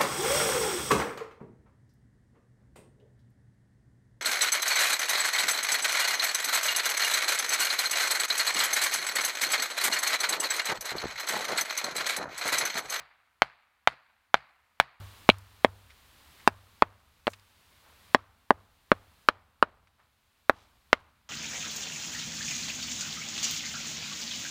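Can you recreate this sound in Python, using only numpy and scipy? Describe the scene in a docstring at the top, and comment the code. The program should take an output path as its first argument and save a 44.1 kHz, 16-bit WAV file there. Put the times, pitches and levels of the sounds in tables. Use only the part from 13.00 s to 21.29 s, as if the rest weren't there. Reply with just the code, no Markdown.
"""A wooden mallet drives stakes into a forest floor, close by: a thin stake, then, after a cut, a thick one.
Each blow is a few cycles of damped wood modes and a thud as the stake slips in the soil.
The ground booms on low modes, earth ticks on dry leaves, and the trees return a faint echo of shaped noise.
Soft hiss and a low rumble lie beneath; blows are so loud that a gain control ducks and the peaks clip."""
import sys
import numpy as np
from scipy import signal
from scipy.fft import rfft, irfft, next_fast_len
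from scipy.io import wavfile
from scipy.ndimage import uniform_filter1d

SR = 44100
rng = np.random.default_rng(int(sys.argv[2]) if len(sys.argv) > 2 else 0)


def log_audio(samples):
    """Write samples as a 16-bit WAV file to the path given in sys.argv[1]."""
    # one column per channel
    frames = np.atleast_2d(samples).T
    # limit to full scale, then quantise
    limited = np.clip(frames, -1, 1)
    pcm = np.round(limited * 32767).astype(np.int16)
    wavfile.write(sys.argv[1], SR, pcm)


N = 365588
T = np.arange(round(0.7 * SR)) / SR  # time within one sound [s]
CUT_S = 2.0  # thin stake before, thick stake after
CEILING_DB = 3  # gain control threshold, re full scale


def amp(db):
    """Decibels to gain."""
    return 10 ** (np.asarray(db) / 20)


def evened(x):
    """Scales to rms 1."""
    return x / np.sqrt(np.mean(x ** 2) + 1e-20)


def read(points, hz):
    """Interpolates a frequency table on a log-frequency axis."""
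    f, value = np.transpose(points)
    return np.interp(np.log(hz + 1), np.log(f + 1), value)


def add(mix, start_s, sound):
    """Mixes a sound in at start_s, dropping what falls outside."""
    start = round(start_s * SR)
    sound = sound[max(-start, 0):]
    part = mix[max(start, 0):][:len(sound)]
    part += sound[:len(part)]


def noise(spectrum, size):
    """Gaussian noise of rms 1, shaped by a spectrum table."""
    padded = next_fast_len(size)
    hz = np.fft.rfftfreq(padded, 1 / SR)
    shaped = rfft(rng.standard_normal(padded)) * amp(read(spectrum, hz))
    return evened(irfft(shaped, padded)[:size])


def swell(tau_s, lag_s=0):
    """Rises to 1 within tau_s after the lag, then dies away on the same time constant."""
    u = np.maximum(T - lag_s, 0) / tau_s
    return u * np.exp(1 - u)


def ring(hz, tau_s):
    """A heavily damped mode under a soft contact."""
    return swell(tau_s) * np.sin(2 * np.pi * hz * T)


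# background hiss: (frequency [Hz], relative density [dB per Hz])
HISS_SPECTRUM = [(88, -33), (150, -5.5), (383, -4.5), (578, -4), (730, -4), (1100, 0.5), (1260, -2),
                 (2310, -3), (4080, -4), (5790, -11), (15100, -12.5), (16000, -17)]
# background rumble: (frequency [Hz], relative density [dB per Hz])
RUMBLE_SPECTRUM = [(20, -7), (45, -4), (70, 1.5), (100, -4), (135, -11.5), (180, -15), (225, -11.5),
                   (300, -23), (550, -59)]
HISS_DB, RUMBLE_DB = -56, -61
TREMOR_DB, TREMOR_T60_S = -63.5, 1.7  # added rumble, re blow force


def air():
    """Steady hiss, and rumble whose power jumps at each blow on the thick stake and decays back."""
    t = np.arange(0, N, 64) / SR
    power = amp(RUMBLE_DB) ** 2
    for blow_s, force_db, *_ in THICK_BLOWS:
        tremor = amp(force_db + TREMOR_DB - 60 * abs(t - blow_s) / TREMOR_T60_S)
        power = power + (t > blow_s) * tremor ** 2
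    rumble_level = np.interp(np.arange(N) / SR, t, np.sqrt(power))
    return amp(HISS_DB) * noise(HISS_SPECTRUM, N) + rumble_level * noise(RUMBLE_SPECTRUM, N)


def crumb(hz, tau_s):
    """A dry tick on a leaf or, drawn out, a grainy rustle: band noise with an uneven level."""
    grain = evened(amp(3 * evened(uniform_filter1d(rng.standard_normal(len(T)), size=90))))
    band = [(hz / 10, -40), (hz / 2, -8), (hz, 0), (hz * 2, -8), (hz * 10, -45)]
    return noise(band, len(T)) * swell(tau_s) * grain


# ticks and scrapes in the litter, and sleeve rustles as the mallet is raised before some blows: (time [s],
# level [dB], centre [Hz], swell and decay time [s])
TICKS_AND_RUSTLES = [(.92, -29.5, 588, 0.0055), (2.384, -44, 9000, 0.0013), (2.897, -50, 2098, 0.0098),
                     (3.395, -53, 1950, 0.0064), (4.269, -36.5, 3934, 0.0042), (4.29, -48, 7000, 0.016),
                     (4.3325, -34, 2190, 0.0034), (4.396, -50, 4000, 0.00099), (4.82, -58, 980, 0.045),
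                     (4.925, -55, 550, 0.0043), (6.872, -40.5, 1887, 0.0029), (6.98, -48, 1190, 0.025),
                     (7.531, -52, 2985, 0.055)]
PATTER_DB = -64.5  # thrown earth, re blow force
FLIGHT_S, FLIGHT_SPREAD_S = 0.023, 0.13  # shortest time in the air, random extra


def litter():
    """Single ticks and rustles, and a patter of six crumbs thrown up by each blow on the thick stake."""
    out = np.zeros(N)
    for start_s, db, hz, tau_s in TICKS_AND_RUSTLES:
        add(out, start_s, amp(db) * crumb(hz, tau_s))
    for blow_s, force_db, *_ in THICK_BLOWS:
        for flight, size, pitch in rng.random(size=(6, 3)):
            grain_db = force_db + PATTER_DB - 12 * size - 6 * flight
            landing_s = blow_s + FLIGHT_S + FLIGHT_SPREAD_S * flight
            add(out, landing_s, amp(grain_db) * crumb(1200 * 4 ** pitch, 0.001))
    return out


# echo absorption, before the spreading loss: (frequency [Hz], t60 [s])
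WOOD_T60 = [(100, 0.29), (500, 2.2), (1200, 8.7), (2500, 11), (5000, 0.64), (14000, 0.13)]


def trees(colour, tilt_db):
    """Ever weaker echoes from trunks farther off, in uneven clumps; bass and high treble die first."""
    clumps = amp(1.8 * evened(uniform_filter1d(rng.standard_normal(len(T)), size=130)))
    tilted = [(hz, db + tilt_db * np.log2(hz / 1000)) for hz, db in colour]
    taps = noise(tilted, len(T)) * clumps
    hz, t, bins = signal.stft(taps, SR, nperseg=256)
    absorbed = bins * amp(-60 * t / read(WOOD_T60, hz)[:, None])
    tail = signal.istft(absorbed, SR, nperseg=256)[1][:len(T)]
    onset = 1 - np.exp(-(T / 0.008) ** 2)
    spreading = (1 + T / 0.039) ** 1.606
    return tail * onset / spreading


def boom(ground):
    """Loose ground bounces on its low modes."""
    modes = sum(amp(db - 60 * T / t60_s) * np.sin(2 * np.pi * hz * T) for hz, db, t60_s in ground)
    return modes * (1 - np.exp(-T / 0.0044))


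def crack():
    """Fibres crush at the contact, while bark grates on the soil slightly longer and weaker."""
    colour = [(100, -39.5), (1500, -13.5), (3500, 8.5), (5400, 3.5),
              (6800, -5.5), (8500, 1), (10500, -6), (16000, -9)]
    return amp(2) * noise(colour, len(T)) * (swell(0.00052) + amp(-20.5) * swell(0.0019))


def rasp():
    """The bruised end grain rasps for a few milliseconds under the mallet."""
    colour = [(100, -48.5), (1300, -21.5), (2400, 1), (4300, -2), (5400, -21.0), (16000, -48.5)]
    return noise(colour, len(T)) * swell(0.001, 0.00068)


NEAR_SCATTER_DB = -42.5
ECHO_TILT_SHARE = 0.25  # share of a blow's brightness that its echo keeps


def blow(row, modes, soil, wood, bounces, rasp_db, echo_db):
    """Wood knocks, pitched by where the mallet lands; then the stake gives, knocks again and thuds."""
    _, force_db, pitch, bright_db, crack_db, lag_s, give_db, thud_db = row
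    knock = np.zeros(len(T))
    for k, (hz, db, tau_s) in enumerate(modes):
        mode_db = db + bright_db * np.log2(hz / 1000)
        knock += (-1) ** k * amp(mode_db) * ring(hz * pitch, tau_s)
    thud = sum(amp(db) * ring(hz, tau_s) for hz, db, tau_s in soil)
    direct = knock + amp(rasp_db + bright_db) * rasp()
    add(direct, lag_s, amp(give_db) * knock - amp(thud_db) * thud)
    direct = amp(CEILING_DB) * (direct / abs(direct).max() + amp(crack_db) * crack())
    # nearby litter scatters the knock
    scatter = amp(NEAR_SCATTER_DB) * rng.standard_normal(len(T)) * swell(0.0032, 0.0014)
    heard = direct + signal.fftconvolve(direct, scatter)[:len(T)]
    heard += amp(echo_db) * trees(wood, ECHO_TILT_SHARE * bright_db)
    for delay_s, db in bounces:
        add(heard, delay_s, amp(db) * direct)
    return amp(force_db) * heard


# blows and rebounds: (time [s], force as peak over the ceiling [dB], pitch factor, brightness [dB per octave],
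# crack [dB], lag until the stake gives [s], second knock [dB], thud [dB])
THIN_BLOWS = [(0.42, 25.5, 1.013, -1, -38, 0.00046, -20, -26.5),
              (0.8739, 24.5, 1, -0.5, -40, 0.0015, -19, -26.5),
              (1.3425, 23, 1.065, -3.5, -39.5, 0.00068, -24, -26.5),
              (1.8, 23, 1.08, -2, -26, .0018, -29.5, -25.5)]
# stake modes: (frequency [Hz], level before brightness [dB], swell and decay time [s])
THIN_MODES = [(755, -4.5, .0007), (1381, -1.8, .00052), (2134, -6.5, .00064), (3040, -8, .00045),
              (3791, -18, .0006), (4900, -28, .0004)]
# soil packed round the stake: (frequency [Hz], relative level [dB], swell and decay time [s])
THIN_SOIL = [(330, 1, 0.00046), (139, -12, 0.0011), (231, -11.5, 0.0016)]
# tree echo colour: (frequency [Hz], relative density [dB per Hz])
THIN_WOOD = [(100, -13), (380, -17), (700, -3), (1250, 0), (2300, -3.5), (3200, -13), (4600, -11.5),
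             (5800, -22), (10000, -26.5), (15000, -33)]
# reflections from ground and things nearby: (delay [s], level [dB])
THIN_BOUNCES = [(.0084, -24), (.0103, -24.5), (.0265, -37), (.037, -43.5)]
# loose ground modes: (frequency [Hz], relative level [dB], t60 [s])
THIN_GROUND = [(61, 1, 0.28), (131, 4.5, 0.24), (178, 6, 0.14)]
THIN_ECHO_DB, THIN_BOOM_DB = -41.5, -33  # echo re blow force; boom absolute


def thin_stake():
    """Hard, even blows up to the cut; one struck just before the start is still dying away."""
    out = np.zeros(N)
    for row in [(-0.034, *THIN_BLOWS[0][1:])] + THIN_BLOWS:
        knock = blow(row, THIN_MODES, THIN_SOIL, THIN_WOOD, THIN_BOUNCES,
                     rasp_db=-16, echo_db=THIN_ECHO_DB)
        add(out, row[0], knock + amp(THIN_BOOM_DB) * boom(THIN_GROUND))
    return out * (np.arange(N) < CUT_S * SR)


# blows and rebounds: (time [s], force as peak over the ceiling [dB], pitch factor, brightness [dB per octave],
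# crack [dB], lag until the stake gives [s], second knock [dB], thud [dB])
THICK_BLOWS = [(2.2904, 8, .85, 3, -28, 0.0014, -16.5, 2.5), (2.2996, 6, 0.88, 19.5, -37, .0018, -19.5, 2),
               (2.647, 8.5, 1.23, -11, -31.5, .00037, -0.5, -5.5),
               (3.4758, 9, 0.98, -3, -23.5, 0.0012, -14, -11),
               (3.8221, 15, 0.96, -3.5, -42.5, 0.00094, 7, 0), (4.2693, 0.5, 0.99, 8, -32, 0.00096, 5.2, 8),
               (4.278, 0.5, .86, -6.5, -33.5, 0.00052, 5.5, 0),
               (5.147, 17, 1.19, -1, -33.5, .00111, -3, -3.5),
               (5.5062, 15.5, 1.093, -13, -40, .0011, -2.5, -4),
               (5.917, 11.5, 1.235, -4.5, -40.5, .00076, -8.5, -1),
               (6.287, 20.5, 1.2, -2, -33.5, .00075, 5.5, -5.5),
               (6.626, 21.5, 1.1, -7.5, -43, 0.00074, 6.5, -2),
               (7.496, 16.5, 1.005, -7, -34.5, 0.00056, 6.5, -2),
               (7.9299, 19.5, 0.76, 4.5, -33.5, 0.00063, -7.5, -9.5)]
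# stake modes: (frequency [Hz], level before brightness [dB], swell and decay time [s])
THICK_MODES = [(1004.5, -2.1, 0.00035), (1730, -6, 0.00029), (2700, -15, 0.00093), (3410, -17, 0.00037),
               (4600, -32, 0.00059)]
# soil packed round the stake: (frequency [Hz], relative level [dB], swell and decay time [s])
THICK_SOIL = [(473, -2.35, 0.00058), (271, -19, 0.0021), (578, -19.5, 0.0021), (130.9, -32, 0.00064)]
# tree echo colour: (frequency [Hz], relative density [dB per Hz])
THICK_WOOD = [(100, -6), (350, -6.5), (700, -2.5), (1200, -0.5), (1900, -9), (3000, -16), (5000, -22.5),
              (9000, -34.5), (15000, -40.5)]
# reflections from ground and things nearby: (delay [s], level [dB])
THICK_BOUNCES = [(.0048, -21), (0.0149, -39.5), (.021, -41)]
# loose ground modes: (frequency [Hz], relative level [dB], t60 [s])
THICK_GROUND = [(56, -13, .7), (75, -7, .6), (98, 2, .5), (150, -6, .14)]
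THICK_ECHO_DB = -45  # re blow force
# boom is full above this force, and weakens as the stake packs the ground firm
THICK_BOOM_DB, FULL_BOOM_FORCE_DB, FIRMING_DB_PER_S = -33, 9, 1.23


def thick_stake():
    """Duller blows on ground that grows firmer; ground and trees already ring as the run begins."""
    out = np.zeros(N)
    add(out, CUT_S, amp(-39.5) * boom(THICK_GROUND) + amp(-47.5) * trees(THICK_WOOD, tilt_db=-1))
    for row in THICK_BLOWS:
        blow_s, force_db = row[:2]
        firming_db = FIRMING_DB_PER_S * (blow_s - CUT_S)
        boom_db = THICK_BOOM_DB + min(force_db - FULL_BOOM_FORCE_DB, 0) - firming_db
        knock = blow(row, THICK_MODES, THICK_SOIL, THICK_WOOD, THICK_BOUNCES,
                     rasp_db=-28, echo_db=THICK_ECHO_DB)
        add(out, blow_s, knock + amp(boom_db) * boom(THICK_GROUND))
    return out


RECOVERY_DB_PER_S, LOOKAHEAD_S, ATTACK_S = 8.5, 0.0018, 0.0009


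def gain_control(x, duck_db):
    """Peaks over the ceiling turn the gain down fast; it creeps back, so hiss swells between blows."""
    over_db = np.maximum(20 * np.log10(abs(x) + 1e-9) - CEILING_DB, 0)
    over_db[0] = duck_db
    fall_db = RECOVERY_DB_PER_S * np.arange(len(x)) / SR
    held_db = np.maximum.accumulate(over_db + fall_db) - fall_db
    ahead_db = np.pad(held_db, (0, round(LOOKAHEAD_S * SR)), "edge")[-len(x):]
    r = np.exp(-1 / (ATTACK_S * SR))
    smooth_db = duck_db + signal.lfilter([1 - r], [1, -r], ahead_db - duck_db)
    return x / amp(smooth_db)


def scene():
    """Both stakes, the leaf litter and the air."""
    return (thin_stake() + thick_stake() + litter() + air())[None]


START_DUCK_DB = 24.5  # already turned down by earlier blows
EDGE_HZ = 16100


def record(dry):
    """Gain control, afresh at the cut; soft clipping of peaks; gentle bass cut; band limit."""
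    first, second = np.split(dry[0], [round(CUT_S * SR)])
    level = np.concatenate([gain_control(first, START_DUCK_DB), gain_control(second, 0)])[None]
    clipped = 0.96 * level / (1 + abs(level) ** 6) ** (1 / 6)
    bass_cut = signal.butter(1, 28, "highpass", fs=SR, output="sos")
    band_limit = signal.firwin(511, EDGE_HZ, window=("kaiser", 9), fs=SR)[None]
    return signal.oaconvolve(signal.sosfilt(bass_cut, clipped), band_limit, "same")


dry = scene()
out = record(dry)
log_audio(out)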